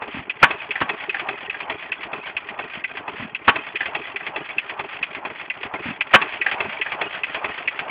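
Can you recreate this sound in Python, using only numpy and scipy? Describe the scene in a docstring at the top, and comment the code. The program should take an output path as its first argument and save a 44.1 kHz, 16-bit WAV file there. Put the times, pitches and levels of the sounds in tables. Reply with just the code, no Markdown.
"""Hit-and-miss engine on a cart, close by

Outdoors, a small microphone stands close to an engine on a wooden cart. It fires about every three
seconds, once twice in a row, and coasts and slows between. Bangs are noise jets and ringing muffler modes.
Each cam cycle has an igniter snap, a rod knock, gear ticks and an exhaust sigh, from modes and shaped noise.
After firings the governor latch clacks; the intake valve snorts, mostly ahead of a bang. The microphone
moves closer near the end, which lifts the clatter, and the loudest bangs overload it."""
import sys
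import numpy as np
from scipy import signal
from scipy.fft import rfft, irfft, next_fast_len
from scipy.io import wavfile

SR = 44100
rng = np.random.default_rng(int(sys.argv[2]) if len(sys.argv) > 2 else 0)


def materialize(psi):
    """Save the field psi as 16-bit PCM at rate SR to the path in sys.argv[1].

    A 1-D psi becomes a single channel; in a 2-D psi each row is a channel.
    """
    bounded = np.clip(np.atleast_2d(psi).T, -1, 1)
    quanta = np.round(bounded * 32767).astype(np.int16)
    wavfile.write(sys.argv[1], SR, quanta)


N = 348390
AGE = np.arange(SR // 4) / SR  # seconds since a blow

# exhaust bangs: t/s, level/dB, swell of the valve opening/s, length of the blow-down/s
FIRINGS = [(0.4276, 2.5, 0.0022, 0.015), (0.812, -9.5, 0.0014, 0.009), (3.478, -1.5, 0.0016, 0.018),
           (6.135, 3, 0.0053, 0.02)]
# igniter snaps, one a cam cycle: t/s, level/dB, bracket relative to the snap/dB, lever pitch f/Hz
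SNAPS = [(0.2974, -12.5, -14.5, 2556), (0.7083, -12.5, -15, 2550), (1.0958, -13, -17.5, 2560),
         (1.4984, -16, -11, 2570), (1.92, -12.5, -10.5, 2623), (2.368, -11, -24, 2570),
         (2.8409, -15.5, -4, 2600), (3.3494, -14.5, -28, 2637), (3.7575, -13, -14, 2516),
         (4.1605, -16.5, -9, 2480), (4.583, -10, -27.5, 2635), (5.029, -10, -21.5, 2580),
         (5.5011, -15, -7, 2710), (6.0092, -9, -12.5, 2484), (6.4143, -12, -5.5, 2530),
         (6.814, -11.5, -7.5, 2590), (7.235, -12.5, -8.5, 2575), (7.6765, -10, -7.5, 2510)]
# noise spectrum of clanking metal: f/Hz, level/dB per Hz
CLANK_SPECTRUM = [(530, -43.5), (900, -14.5), (1200, -15.5), (1570, -8), (1970, -2), (2510, -1.5),
                  (2600, 6.5), (2950, -17), (3400, -8), (3660, -26), (3970, -26), (5160, -44), (8730, -120)]
# noise spectrum of loose, rattling parts: f/Hz, level/dB per Hz
RATTLE_SPECTRUM = [(60, -19), (200, -18.5), (400, -11), (550, -6.5), (1100, -4), (1900, 1), (2550, 4),
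                   (2900, -3), (3350, -6), (3700, -20.5), (4100, -28), (4800, -25.5), (5200, -58)]
# noise spectrum of low puffs and thuds: f/Hz, level/dB per Hz
PUFF_SPECTRUM = [(30, -22), (70, -6.5), (150, -1), (260, 3), (380, -18), (900, -10.5), (2000, -12),
                 (4000, -66.5)]
# noise spectrum of the cart's rumble and the open air: f/Hz, level/dB per Hz
RUMBLE_SPECTRUM = [(20, -36), (45, -7), (80, -5), (150, -0.5), (230, 0.5), (300, 3.5), (410, 1.5),
                   (500, -7), (700, -3), (1500, -11), (4000, -56.5)]
CHARGE_S = 0.27  # how long before a bang the charge is drawn in and squeezed


def exhaust():
    """The valve cracks open, the gas blows down in a rough jet and the muffler rings on."""
    # muffler resonances: f/Hz, level/dB, t60/s
    muffler_modes = [(220, -11.5, 0.15), (667, 1, 0.018), (760, -9.5, 0.085), (952, 0.5, 0.11),
                     (1000, -11, 0.11), (1123, 4, 0.17), (1200, -11.5, 0.29), (1283, 4.5, 0.046),
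                     (1373, 2.5, 0.028), (1530, -2.5, 0.13), (1518, -6.5, 0.15), (1575, -3.5, 0.21),
                     (1855, -5.5, 0.01), (1736, -2.5, 0.15), (2343, -5, 0.12), (3060, -3.5, 0.092),
                     (3500, -28, 0.15)]
    # noise spectrum of the jet: f/Hz, level/dB per Hz
    blast_spectrum = [(24, -27.5), (40, -25), (460, -13), (820, -6.5), (1400, -4.5), (1670, 0), (1950, -7),
                      (2230, -8.5), (2500, -5.5), (2920, -9.5), (3470, -17), (3750, -20.5), (3970, -31),
                      (5160, -40.5), (8730, -120)]
    out = np.zeros(N)
    for s, db, swell, length in FIRINGS:
        jet = burst(blast_spectrum, rise=swell, hold=length, t60=.05)
        pot = ring(muffler_modes, rise=swell, hold=.35 * length, detune=0.0013)
        yard = burst(blast_spectrum, rise=0.025, hold=0.045, t60=0.45)
        mix = jet + amp(-5) * pot + amp(-26) * yard
        # soft limiting keeps the bang's peaks even; a low-pass keeps it dark above 3.7 kHz
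        bang = np.tanh(.5 * mix)
        bang = filtered(bang, lambda hz: 1 / np.sqrt(1 + (hz / 3700) ** 10))
        clank = burst(CLANK_SPECTRUM, rise=.0005, hold=0.0057, t60=0.026)
        add(out, s - .006, amp(db - 27.5) * clank)
        add(out, s, amp(db) * bang)
    return out


def igniter():
    """The trip lever snaps off its catch with one short ping, then chatters against the lower-pitched bracket."""
    # bracket resonances: f/Hz, level/dB, t60/s
    bracket_modes = [(1586, -7, .03), (1804, -10, .03), (1996, 0.5, 0.044), (2132, -7, 0.03),
                     (2258, -3.5, 0.046), (2500, -4, 0.062)]
    # noise spectrum of the snap: f/Hz, level/dB per Hz
    crack_spectrum = [(100, -29.5), (400, -22.5), (1000, -15), (1600, -11), (2000, -6.5), (2600, 1),
                      (2950, -7.5), (3300, -10), (3700, -28), (4100, -34.5), (4800, -36.5), (5200, -40.5)]
    out = np.zeros(N)
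    for s, db, bracket_db, hz in SNAPS:
        lever = fade(rise=0.0011, hold=0.004, t60=0.03) * np.sin(2 * np.pi * hz * AGE)
        crack = burst(crack_spectrum, rise=0.00037, hold=.007, t60=.055)
        bracket = ring(bracket_modes, rise=0.0041, hold=0.0067, detune=0.011)
        chatter = burst(crack_spectrum, rise=0.00043, hold=0.0076, t60=.05)
        add(out, s - .0013, amp(db) * (amp(-2.5) * lever + amp(-11.5) * crack))
        add(out, s + .001, amp(db + bracket_db) * bracket)
        add(out, s + 0.0066, amp(db - 18.5) * chatter)
    return out


def governor():
    """The latch drops in, bounces once and rattles into its seat."""
    # latch contacts: t/s, level/dB
    latch_drops = [(0.7556, -11.5), (1.1444, -9.5), (1.5443, -18.5), (3.8066, -8), (4.206, -21),
                   (6.4636, -4.5), (6.8627, -13.5)]
    # latch resonances: f/Hz, level/dB, t60/s
    latch_modes = [(787, -13.5, 0.064), (1605, -9, .05), (1654, -9, 0.05), (1803, -3, 0.03),
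                   (1984, -7.5, 0.048), (2425, -13, .04)]
    out = np.zeros(N)
    for s, db in latch_drops:
        for delay, bounce_db in [(0, -8.5), (.022, -17.5)]:
            clack = ring(latch_modes, rise=0.0025, hold=0.0047, detune=0.0099)
            loose = burst(RATTLE_SPECTRUM, rise=.0005, hold=0.0045, t60=0.11)
            add(out, s + delay - .001, amp(db + bounce_db) * (clack + amp(-9.5) * loose))
        seating = burst(RATTLE_SPECTRUM, rise=.0015, hold=0.0076, t60=0.15)
        add(out, s + .049, amp(db - 21) * seating)
    return out


def push_rod():
    """The rod knocks home and shakes the iron frame; a softer second contact follows and the valve spring sings."""
    # valve spring resonances: f/Hz, level/dB, t60/s
    spring_modes = [(2550, 0.5, 0.15), (2540, 2, 0.17), (3200, -19.5, 0.12)]
    # noise spectrum of the shaken frame: f/Hz, level/dB per Hz
    frame_spectrum = [(40, -26.5), (90, -9), (220, -8.5), (420, -0.5), (520, -3.5), (680, 2.5), (820, 3),
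                      (1000, 2), (1300, -0.5), (1900, -15.5), (4000, -56)]
    out = np.zeros(N)
    for s, db in each_cycle(turn=.472, db=-15.5, shift=.015, db_per_pace=15.5):
        if any(0 < s - bang < .1 and strength > -5 for bang, strength, *_ in FIRINGS):
            # cylinder pressure holds the rod back after a full-strength firing
            s, db = s + .015, db + 2
        frame_db = near_db(s) - 28
        clank = burst(CLANK_SPECTRUM, rise=0.0016, hold=0.0063, t60=0.055)
        frame = burst(frame_spectrum, rise=0.00086, hold=0.0076, t60=0.1)
        second = burst(frame_spectrum, rise=0.0018, hold=0.0077, t60=0.055)
        add(out, s - .001, amp(db - 8.5) * clank + amp(frame_db) * frame)
        add(out, s + .047, amp(frame_db - 10) * second)
        # slow noise roughens the ring's level
        roughness = unit(filtered(rng.standard_normal(len(AGE)), lambda hz: 1 / (1 + (hz / 70) ** 2)))
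        spring = ring(spring_modes, rise=.007, hold=.025, detune=0.002)
        add(out, s + 0.015, amp(db - 25) * (.6 + 0.76 * roughness) * spring)
    return out


def backlash():
    """Loose gear teeth and bearings take up their play, more softly while compression holds them tight."""
    # ticks in every cam cycle: turn from the snap (0-1), level/dB,
    # shift/turns per unit of pace, growth/dB per unit of pace
    gear_play = [(.076, -29.5, 0, 0), (.215, -28, -.02, -10), (.254, -15, -.015, 4.5), (.578, -25.5, 0, -7),
                 (.699, -24.5, 0, -2), (.778, -21, 0, -7.5), (.815, -28, 0, -6)]
    out = np.zeros(N)
    for contact in gear_play:
        for s, db in each_cycle(*contact):
            level = db + rng.normal(0, 1) - 14 * before_firing(s, CHARGE_S)
            tick = burst(RATTLE_SPECTRUM, rise=0.00021, hold=0.0037, t60=0.0942)
            add(out, s - .001, amp(level - 10.5) * tick)
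    return out


def intake():
    """Air hisses in past the intake valve, which flutters in low puffs."""
    # snorts as a charge is drawn in: t/s, length/s, level/dB
    snorts = [(0.143, 0.067, -28), (2.772, 0.021, -34), (3.197, 0.06, -28), (5.856, .07, -25),
              (6.657, 0.034, -33)]
    flutter_hz = 42
    out = np.zeros(N)
    for s, length, db in snorts:
        hiss = burst(RATTLE_SPECTRUM, rise=0.011, hold=length + .025, t60=.08)
        add(out, s - .04, amp(db - 7) * hiss)
        for delay in np.arange(0, length, 1 / flutter_hz):
            puff = burst(PUFF_SPECTRUM, rise=0.0013, hold=0.0068, t60=0.085)
            add(out, s + delay, amp(db - 2 - 36 * delay) * puff)
    return out


def thumps():
    """The wooden cart booms as the engine rocks, and each firing gives a low thud."""
    # cart resonances: f/Hz, level/dB, t60/s
    cart_modes = [(333, 0.5, 0.045), (396.6, 1, 0.11), (418.7, 8, 0.057)]
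    # booms in every cam cycle: turn from the snap (0-1), level/dB,
    # shift/turns per unit of pace, growth/dB per unit of pace
    cart_rocks = [(.165, -37, -.17, -16), (.31, -36, 0, 6.5), (.5, -30.5, 0, 14.5), (.58, -30.5, 0, 10),
                  (.92, -39, .16, 46)]
    out = np.zeros(N)
    for rock in cart_rocks:
        for s, db in each_cycle(*rock):
            boom_db = db - near_db(s) - 6.5  # the boom carries evenly, near or far
            boom = ring(cart_modes, rise=0.0048, hold=0.013, detune=0.023, blur=0.16)
            add(out, s, amp(boom_db) * boom)
    for s, *_ in FIRINGS:
        add(out, s, amp(-22.5) * burst(PUFF_SPECTRUM, rise=.002, hold=.009, t60=.08))
    return out


def gear_rattle(t, teeth):
    """Many small tooth impacts rattle and ping in step with the cam, louder when the engine runs faster."""
    # rattle over one cam cycle: turn from the snap (0-1), level/dB
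    gear_load = [(.05, -42.5), (.12, -39.5), (.29, -38), (.42, -45.5), (.51, -31), (.56, -41), (.68, -39.5),
                 (.81, -35), (.89, -37), (.97, -43)]
    rattle_db = np.interp(cam_turn(t), *np.transpose(gear_load), period=1) + 5.5 * pace(t) + near_db(t)
    # compression before a firing loads the gears and hushes their rattle
    rattle_db = rattle_db - 4 * before_firing(t, CHARGE_S)
    noise = coloured(teeth * rng.standard_normal(N), RATTLE_SPECTRUM)
    rattle = amp(rattle_db - 2) * (noise + amp(-4.5) * pings())
    # gentle contacts are duller than hard ones
    dull = filtered(rattle, lambda hz: 1 / (1 + (hz / 3000) ** 10))
    brightness = amp(2.1 * np.minimum(rattle_db + 41, 0))
    return dull + brightness * (rattle - dull)


def pings():
    """Single gear teeth ring out briefly at random moments, each at its own pitch; rms 1."""
    pings_per_s = 60
    out = np.zeros(N)
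    for when, colour, size in rng.random((int(pings_per_s * N / SR), 3)):
        hz = 700 + 2800 * colour
        tone = fade(rise=.0005, hold=.002, t60=0.061) * np.sin(2 * np.pi * hz * AGE)
        add(out, when * N / SR, amp(14 * size) * tone)
    return coloured(out, RATTLE_SPECTRUM)


def exhaust_sigh(t):
    """The piston pumps air through the open valve: rushing noise and the cylinder's gliding hollow tone."""
    # air flow over one cam cycle: turn from the snap (0-1), level/dB
    air_flow = [(.05, -59), (.12, -40.5), (.26, -49), (.31, -38.5), (.36, -40), (.44, -34), (.52, -43.5),
                (.6, -43), (.76, -50.5), (.83, -41.5), (.96, -45.5)]
    # noise spectrum of the rush: f/Hz, level/dB per Hz
    air_spectrum = [(200, -23.5), (500, -8), (700, -5), (850, -2), (1100, -3.5), (1500, -9.5),
                    (2500, -22.5), (4000, -54)]
    turn = cam_turn(t)
    air_db = np.interp(turn, *np.transpose(air_flow), period=1) + 7.5 * pace(t) + near_db(t)
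    # the sigh sinks while the exhaust valve is shut
    air_db = air_db - 3.9 * before_firing(t, CHARGE_S)
    rush = coloured(rng.standard_normal(N), air_spectrum)
    sigh = hollow(turn, centre_hz=1063, swing_hz=339.6, width_hz=290, lowest_turn=.355)
    return amp(air_db) * (amp(-2.5) * rush + amp(-6) * sigh)


def hollow(turn, centre_hz, swing_hz, width_hz, lowest_turn):
    """The cylinder's air resonance sinks as the piston draws out and rises as it returns, twice a cam cycle."""
    pitch = centre_hz - swing_hz * np.cos(4 * np.pi * (turn - lowest_turn))
    phase = 2 * np.pi * np.cumsum(pitch) / SR
    # two slow noises on a carrier make a noise band around the pitch
    slow = lambda: filtered(rng.standard_normal(N), lambda hz: 1 / (1 + (2 * hz / width_hz) ** 2))
    return unit(slow() * np.cos(phase) + slow() * np.sin(phase))


def cart_shudder(t, teeth):
    """The engine's shaking makes the cart rumble, swelling at fixed points of the turn."""
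    # swells in every cam cycle: turn from the snap (0-1), half-width/turns, level/dB
    shudders = [(.16, .03, -48.5), (.317, 0.033, -40), (0.499, .03, -41), (.595, 0.029, -37.5),
                (0.842, .04, -47.5), (.97, 0.017, -44)]
    turn = cam_turn(t)
    shudder = amp(-55)  # floor between the swells
    for at, width, db in shudders:
        distance = (turn - at + .5) % 1 - .5
        shudder = shudder + amp(db) * np.exp(-(distance / width) ** 2)
    return shudder * coloured(np.sqrt(teeth) * rng.standard_normal(N), RUMBLE_SPECTRUM)


def outdoors():
    """A faint steady rumble of the open air, as shaped noise."""
    return amp(-61.5) * coloured(rng.standard_normal(N), RUMBLE_SPECTRUM)


def casting(hz):
    """The gain of the iron casting's resonances, which colour the clatter."""
    # resonances: f/Hz, width/Hz, level/dB
    casting_modes = [(225, 7.6, -1), (635, 75, 4), (843, 120, 2.5), (1047, 77, 2), (1200, 50, 2.5),
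                     (1575, 39, 3.5), (1880, 37, 5.5), (1980, 45, 3), (2300, 37, 0.5), (2477, 13, 3.5),
                     (3240, 310, 2.5)]
    db = sum(peak / (1 + (2 * (hz - centre) / width) ** 2) for centre, width, peak in casting_modes)
    return amp(db - 1)


def shaking(rate, spread_db, t60, steady):
    """The envelope, at rms 1, of small impacts at uneven intervals, each dying quickly."""
    times = np.cumsum(rng.uniform(.3, 1.7, 3000)) / rate
    sizes = amp(spread_db * np.clip(rng.standard_normal(len(times)), -2, 2))
    energy = np.bincount((times * SR).astype(int), sizes ** 2, N)[:N]
    decay = fade(rise=0.00079, hold=0.0069, t60=t60) ** 2
    energy = np.abs(signal.fftconvolve(energy, decay)[:N])
    return unit(np.sqrt(energy / energy.mean() + steady))


def cam_marks():
    """The times at which the cam cycles begin: the snaps, with one cycle added at either end."""
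    snaps = np.array(SNAPS)[:, 0]
    return np.concatenate([[snaps[0] - .52], snaps, [snaps[-1] + .455]])


def cam_turn(t):
    """Turns of the cam completed by time t; each whole number is a snap."""
    marks = cam_marks()
    return np.interp(t, marks, np.arange(len(marks)))


def pace(s):
    """Cam cycles a second above the usual 2.25: a firing raises it, coasting lowers it."""
    marks = cam_marks()
    return np.interp(s, (marks[1:] + marks[:-1]) / 2, 1 / np.diff(marks)) - 2.25


def near_db(s):
    """The gain of the clatter as the microphone moves closer."""
    # distance from the engine, as gain: t/s, level/dB
    nearness = [(0, 0), (5.4, 0.5), (6.3, 3.5), (7.9, 4)]
    return np.interp(s, *np.transpose(nearness))


def before_firing(s, length):
    """A soft-edged window, 1 at its middle, over the length seconds before each full-strength bang."""
    return sum(np.exp(-(2 * (s - bang) / length + 1) ** 8) for bang, db, *_ in FIRINGS if db > -5)


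def each_cycle(turn, db, shift, db_per_pace):
    """The (s, dB) of a contact in every cam cycle; its place and strength follow the speed."""
    marks = cam_marks()
    speed = pace(marks[:-1] + turn * np.diff(marks))
    times = marks[:-1] + (turn + shift * speed) * np.diff(marks)
    levels = db + db_per_pace * speed + near_db(times)
    return [(s, level) for s, level in zip(times, levels) if 0 < s < N / SR - .02]


def amp(db):
    """Decibels to gain."""
    return 10 ** (np.asarray(db) / 20)


def unit(x):
    """Scaled to rms 1."""
    return x / np.sqrt(np.mean(x ** 2) + 1e-20)


def filtered(x, response):
    """x times a response of frequency."""
    m = next_fast_len(len(x) + SR // 8)
    return irfft(rfft(x, m) * response(np.fft.rfftfreq(m, 1 / SR)), m)[:len(x)]


def coloured(x, spectrum):
    """x shaped by (Hz, dB) points on a log axis, at rms 1."""
    f, db = np.transpose(spectrum)
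    return unit(filtered(x, lambda hz: amp(np.interp(np.log(hz + 1), np.log(f), db))))


def fade(rise, hold, t60):
    """A blow swells, holds and dies; all in seconds."""
    return (1 - np.exp(-AGE / rise)) * amp(-60 * np.maximum(AGE - hold, 0) / t60)


def burst(spectrum, rise, hold, t60):
    """Many crowded modes sounding at once: a fading noise of steady energy."""
    shape = fade(rise, hold, t60)
    noise = coloured(rng.standard_normal(len(AGE)), spectrum)
    return unit(noise * shape) * np.sqrt(np.mean(shape ** 2))


def ring(modes, rise, hold, detune, blur=1, scatter_db=2):
    """Damped modes, new in strength each time; blur 0 starts them in step, as a clean blow, 1 jumbles them."""
    shapes, tones = [], []
    for hz, db, t60 in modes:
        strength, tuning, phase = rng.standard_normal(3)
        shapes.append(amp(db + scatter_db * strength) * fade(rise, hold, t60))
        tones.append(np.sin(2 * np.pi * (hz * (1 + detune * tuning) * AGE + blur * phase)))
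    power = np.sum(np.square(shapes), axis=0)
    mix = np.sum(np.multiply(shapes, tones), axis=0)
    return unit(mix) * np.sqrt(power.mean() / power.max())


def add(track, s, sound):
    """Mix a sound into the track at s seconds."""
    start = min(max(round(s * SR), 0), N)
    track[start:start + len(sound)] += sound[:N - start]


def scene():
    """All parts of the engine, heard from one side; the casting colours the clatter and the background."""
    t = np.arange(N) / SR
    teeth = shaking(rate=70, spread_db=3.5, t60=0.034, steady=0.31)
    running = gear_rattle(t, teeth) + exhaust_sigh(t) + cart_shudder(t, teeth) + outdoors()
    clatter = filtered(push_rod() + backlash() + running, casting)
    return (exhaust() + igniter() + governor() + intake() + thumps() + clatter)[None]


def record(dry):
    """A narrow-band microphone without deep bass; the loudest peaks clip at full scale."""
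    bass_hz, mic_top_hz, top_hz = 48.4, 5000, 15600
    thin = filtered(dry[0], lambda hz: hz ** 2 / np.sqrt(hz ** 4 + bass_hz ** 4))
    narrow = filtered(thin, lambda hz: 1 / np.sqrt(1 + (hz / mic_top_hz) ** 80))
    clipped = np.clip(narrow, -1, 1)
    return filtered(clipped, lambda hz: hz < top_hz)[None]


dry = scene()
out = record(dry)
materialize(out)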